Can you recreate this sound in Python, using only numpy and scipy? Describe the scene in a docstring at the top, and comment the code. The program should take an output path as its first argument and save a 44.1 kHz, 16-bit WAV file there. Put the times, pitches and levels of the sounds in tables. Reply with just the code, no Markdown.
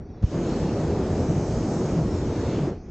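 """A gas burner under a balloon in open air, with a small pilot flame rumbling throughout.
Far birds whistle faintly as a low buffet dies away; the valve clicks with short spits of gas, and the gas
lights with a low whump of sagging pressure swings. The flame, noise with uneven low puffs, then roars and
booms over the patchy hiss of the jets until the valve shuts. Wavering bird tones return at the end.
"""
import sys
import numpy as np
from scipy import signal
from scipy.fft import rfft, irfft
from scipy.io import wavfile
from scipy.ndimage import uniform_filter1d

SR = 44100
rng = np.random.default_rng(int(sys.argv[2]) if len(sys.argv) > 2 else 0)


def store_pcm(level_fs):
    """Save levels as 16-bit WAV."""
    pcm = np.round(np.clip(level_fs, -1, 1) * 32767).astype(np.int16)
    wavfile.write(sys.argv[1], SR, np.atleast_2d(pcm).T)


N = 127890  # length in samples

# Far bird whistles, one curve per call: time_s, pitch_hz, level_db (before the throb)
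BIRD_CALLS = [
    [(0, 5650, -76), (.04, 5720, -75), (.07, 5830, -73), (.09, 5880, -70), (.115, 5800, -74),
     (.135, 5650, -84)],
    [(.09, 5700, -86), (.115, 5620, -73), (.14, 5560, -69), (.18, 5400, -72), (.215, 5290, -80)],
    [(0, 4500, -79), (.05, 4550, -78), (.085, 4500, -76), (.11, 4400, -84), (.14, 4500, -82)],
    [(.07, 3800, -88), (.1, 3850, -79), (.14, 3850, -83), (.185, 3900, -76), (.215, 3880, -78)],
    [(.06, 3600, -86), (.08, 3450, -77), (.115, 3300, -79), (.13, 3280, -90)],
    [(.12, 3700, -86), (.145, 3520, -76), (.185, 3430, -75), (.215, 3400, -80)],
    [(2.76, 4500, -80), (2.79, 4550, -72), (2.82, 4350, -71), (2.85, 4250, -82)],
    [(2.77, 6050, -84), (2.795, 6150, -74), (2.83, 6050, -82)],
]
# Spectrum of the far-off air hiss: frequency_hz, relative_level_db_per_hz
AIR_COLOUR = [(1800, -20), (2400, -4), (3000, -10), (3800, -8), (4800, -4), (6000, -2), (6800, -9),
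              (8000, -28)]
# Spectrum of the pilot flame: frequency_hz, relative_level_db_per_hz
PILOT_COLOUR = [(15, -38.5), (25, -7), (85, -1.5), (229, -7.5), (257, -9.5), (351, -9.5), (605, -22.5),
                (735, -19.5), (826, -27), (2600, -44.5), (3380, -74), (5720, -120)]
# Steady background over time: time_s, pilot_level_db, air_level_db (of its centre noise)
BACKGROUND_LEVELS = [(0, -44, -81), (.1, -39, -72), (.2, -38, -71.5), (2.76, -36.5, -70.5),
                     (2.83, -39, -65.5), (2.9, -37, -64.5)]
# Gas spits while lighting: start_s, level_db (before the envelope), decay_s
GAS_SPITS = [(.214, -53, .014), (.2245, -36, .003), (.2295, -38, .005), (.2365, -39, .007)]
# Spectrum of the gas spits: frequency_hz, relative_level_db_per_hz
SPIT_COLOUR = [(200, -8), (400, 3), (1000, -8), (2000, -20), (4000, -24), (6500, -25), (8000, -40),
               (9000, -53)]
# Lighting puffs: start_s, level_db (before the envelope), starting_pitch_hz
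LIGHTING_PUFFS = [(.2175, -25, 140), (.229, -16, 225), (.238, -6.5, 162)]
# Spectrum of the nozzle hiss: frequency_hz, relative_level_db_per_hz
JET_COLOUR = [(1200, -4), (2000, -6), (2800, -4), (3500, -7), (5000, -3), (6500, -0.5), (7500, -5),
              (8300, -14.5), (9000, -21.5), (9600, -26)]
# Nozzle hiss over time: time_s, lower_hiss_level_db, upper_hiss_level_db
JET_LEVELS = [(0.27, -58, -63.5), (0.32, -53.5, -56), (0.51, -49, -52.5), (1.02, -52, -53),
              (1.32, -54, -50.5), (1.85, -54, -50), (1.98, -52, -53), (2.0, -55, -53), (2.54, -48.5, -53),
              (2.68, -55, -58.5), (2.78, -68.5, -79), (2.8, -70, -66)]
# Low tones when the roar booms: centre_s, pitch_hz, level_db, half_length_s
ROAR_BOOMS = [(1.407, 132, -29.5, .03), (1.864, 148, -30, .03), (1.99, 167, -24, 0.031),
              (2.49, 130, -31, .04), (2.626, 150, -26, 0.048)]
# Spectrum of the main flame: frequency_hz, relative_level_db_per_hz
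FLAME_COLOUR = [(15, -49.5), (25, -26.5), (44, 1.5), (86, 5.5), (124, 2.5), (156, 3.5), (262, -1.5),
                (350, -0.5), (636, -11), (900, -19), (2500, -37.5), (3250, -70), (5500, -120)]
# Main flame over time: time_s, rumble_level_db, roar_level_db
FLAME_LEVELS = [(.27, -39, -43), (.29, -42, -37.5), (.35, -35.5, -27.5), (.46, -37.5, -25.5),
                (.65, -33.5, -25.5), (.9, -38, -25), (1.25, -30.5, -25), (1.5, -29, -26.5),
                (1.75, -43, -24.5), (1.98, -33.5, -25), (2.08, -33.5, -27.5), (2.3, -35, -26.5),
                (2.55, -33, -26), (2.69, -36.5, -27), (2.73, -41, -32.5), (2.77, -37.5, -50),
                (2.8, -49, -59)]

GAS_ON_S, FADE_S = 0.249, 0.018  # the burner is fully open at GAS_ON_S, after a fade in
OPPOSITE_HZ = (3050, 6400)  # band of the added noise that is opposite left and right
JET_OPPOSITE_DB, AIR_OPPOSITE_DB = -4.5, -10.5  # added noise against centre noise, before the band filter
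TOP_HZ = 9600
BUFFET_S, BUFFET_DB, BUFFET_HZ = 0.055, -32.5, (35, 180)
PILOT_FLICKER_DB, PILOT_SHARED_DB = 1.2, 1.2  # flicker: bands alone; shared: neighbours together
AIR_FLICKER_DB = 5
SPIT_ATTACK_S = .0007
WHUMP_CYCLES, WHUMP_SAG_S, WHUMP_ATTACK_S = 1.3, .008, .0017  # pitch halves after WHUMP_SAG_S
JET_FLICKER_DB, JET_SHARED_DB, JET_SPLIT_HZ = 2.4, .5, 4200
FLAME_FLICKER_DB, FLAME_SHARED_DB, RUMBLE_TOP_HZ = 0.77, 0, 110
PUFFS_PER_S, PUFF_SPREAD_DB, PUFF_TOP_HZ = 200, 3, 288
PUFF_SHARE = 0.12  # share of the low noise power given to puffs


def undb(db):
    """Turn decibels into amplitude."""
    return 10 ** (np.asarray(db) / 20)


def unit(x):
    """Scale a sound to an RMS of 1."""
    return x / np.sqrt(np.mean(x ** 2))


def curve(table, col):
    """Draw one table column as a line over time."""
    rows = np.array(table, float)
    return np.interp(np.arange(N) / SR, rows[:, 0], rows[:, col])


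def walk(rate):
    """Wander through random levels held 1 / rate s and slewed twice; spread near 1."""
    hold = int(SR / rate)
    steps = np.repeat(rng.standard_normal(N // hold + 1), hold)
    slewed = uniform_filter1d(uniform_filter1d(steps, hold), hold)
    return 1.07 * slewed[:N]


def lowpass(x, order, top_hz):
    """Keep the lows without shifting them in time."""
    return signal.sosfiltfilt(signal.butter(order, top_hz, fs=SR, output="sos"), x)


def turbulent(x, colour, flicker_db, shared_db, count=3):
    """Colour x, in count bands an octave whose levels wander together and alone."""
    octave = np.log2(np.maximum(np.fft.rfftfreq(N, 1 / SR), 1))
    rows = np.array(colour, float)
    knots = np.log2(rows[:, 0])
    spectrum = rfft(x) * undb(np.interp(octave, knots, rows[:, 1], left=-99, right=-99))
    out, shared = 0, walk(8.5)
    for centre in np.arange(knots[0], min(knots[-1], 14), 1 / count):
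        overlap = np.clip(1 - count * abs(octave - centre), 0, 1)
        band = irfft(spectrum * overlap, N)
        # the shared drift changes gradually from band to band
        shared = .8 * shared + .6 * walk(10)
        out = out + band * undb(shared_db * shared + flicker_db * walk(20))
    return unit(out)


def hiss(colour, flicker_db, shared_db, opposite_db):
    """Patchy treble noise, plus a band of added noise that is opposite left and right."""
    centre = turbulent(rng.standard_normal(N), colour, flicker_db, shared_db, count=6)
    added = turbulent(rng.standard_normal(N), colour, flicker_db, shared_db, count=6)
    added = signal.sosfiltfilt(signal.butter(10, OPPOSITE_HZ, "band", fs=SR, output="sos"), added)
    return centre + undb(opposite_db) * added * np.array([[1], [-1]])


def gate(table, col):
    """Level of a burner layer, silent while the valve is shut."""
    t = np.arange(N) / SR
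    opening = np.clip((t - GAS_ON_S) / FADE_S + 1, 0, 1)
    closing = np.clip((table[-1][0] - t) / FADE_S, 0, 1)
    return opening * closing * undb(curve(table, col))


def air():
    """Wispy hiss of far-off air, its bands wavering apart."""
    return undb(curve(BACKGROUND_LEVELS, 2)) * hiss(AIR_COLOUR, AIR_FLICKER_DB, 0, AIR_OPPOSITE_DB)


def whistles():
    """Faint bird tones following drawn pitch curves, wavering and slightly rough."""
    out, t = 0, np.arange(N) / SR
    for call in BIRD_CALLS:
        hz = curve(call, 1) * (1 + .008 * walk(200))
        throb = .7 + .5 * walk(200)
        on = (t >= call[0][0]) & (t < call[-1][0])
        tone = np.sqrt(2) * np.sin(2 * np.pi * np.cumsum(hz) / SR)
        out = out + on * undb(curve(call, 2)) * throb * tone
    return out


def buffet():
    """A low noise buffet dying away at the start."""
    bandpass = signal.butter(2, BUFFET_HZ, "band", fs=SR, output="sos")
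    low = unit(signal.sosfilt(bandpass, rng.standard_normal(N)))
    return undb(BUFFET_DB) * low * np.exp(-(np.arange(N) / SR / BUFFET_S) ** 2)


def pilot():
    """The small flame rumbles as low turbulent noise."""
    fire = turbulent(rng.standard_normal(N), PILOT_COLOUR, PILOT_FLICKER_DB, PILOT_SHARED_DB)
    return undb(curve(BACKGROUND_LEVELS, 1)) * fire


def spits():
    """Short bursts of gas noise as the valve opens and the flame catches."""
    env = 0
    for start, db, decay in GAS_SPITS:
        u = np.maximum(np.arange(N) / SR - start, 0)
        env = env + undb(db) * (1 - np.exp(-u / SPIT_ATTACK_S)) * np.exp(-u / decay)
    return env * turbulent(rng.standard_normal(N), SPIT_COLOUR, 0, 0)


def whump():
    """Each lighting puff is a short pressure swing, suction first, whose pitch sags."""
    out, t = 0, np.arange(N) / SR
    for start, db, hz in LIGHTING_PUFFS:
        u = np.maximum(t - start, 0)
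        turns = hz * WHUMP_SAG_S * np.log1p(u / WHUMP_SAG_S)
        attack = 1 - np.exp(-u / WHUMP_ATTACK_S)
        decay = np.exp(-(turns / WHUMP_CYCLES) ** 4)
        out = out - undb(db) * attack * decay * np.sin(2 * np.pi * turns)
    return out


def jets():
    """Hiss of the nozzles; its lower and upper parts swell apart."""
    both = hiss(JET_COLOUR, JET_FLICKER_DB, JET_SHARED_DB, JET_OPPOSITE_DB)
    lower = lowpass(both, 3, JET_SPLIT_HZ)
    upper = both - lower
    return gate(JET_LEVELS, 1) * unit(lower) + gate(JET_LEVELS, 2) * unit(upper)


def booms():
    """Brief low tones of unsteady pitch inside the roar."""
    out, t = 0, np.arange(N) / SR
    for centre, hz, db, half in ROAR_BOOMS:
        turns = np.cumsum(hz * (1 + .06 * walk(40))) / SR
        swell = np.exp(-((t - centre) / half) ** 2)
        out = out + np.sqrt(2) * undb(db) * swell * np.sin(2 * np.pi * turns)
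    return out


def flame():
    """Pockets of gas burn as soft low puffs within an even rush."""
    hit = rng.random(N) < PUFFS_PER_S / SR
    strength = undb(PUFF_SPREAD_DB * rng.standard_normal(N)) * rng.choice([-1., 1.], N)
    puffs = hit * strength * np.sqrt(SR / PUFFS_PER_S)
    rush = rng.standard_normal(N)
    # in the lows, puffs take over part of the rush
    swap = np.sqrt(PUFF_SHARE) * puffs + (np.sqrt(1 - PUFF_SHARE) - 1) * rush
    source = rush + lowpass(swap, 2, PUFF_TOP_HZ)
    fire = turbulent(source, FLAME_COLOUR, FLAME_FLICKER_DB, FLAME_SHARED_DB)
    rumble = lowpass(fire, 2, RUMBLE_TOP_HZ)
    roar = fire - rumble
    return unit(rumble) * gate(FLAME_LEVELS, 1) + unit(roar) * gate(FLAME_LEVELS, 2)


def scene():
    """Sum all layers from the background to the flame, in two channels."""
    background = air() + whistles() + buffet() + pilot()
    lighting = spits() + whump()
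    burner = jets() + booms() + flame()
    return background + lighting + burner


def record(dry):
    """Cut the treble steeply above TOP_HZ."""
    return signal.sosfilt(signal.ellip(8, .2, 70, TOP_HZ, fs=SR, output="sos"), dry)


dry = scene()
out = record(dry)
store_pcm(out)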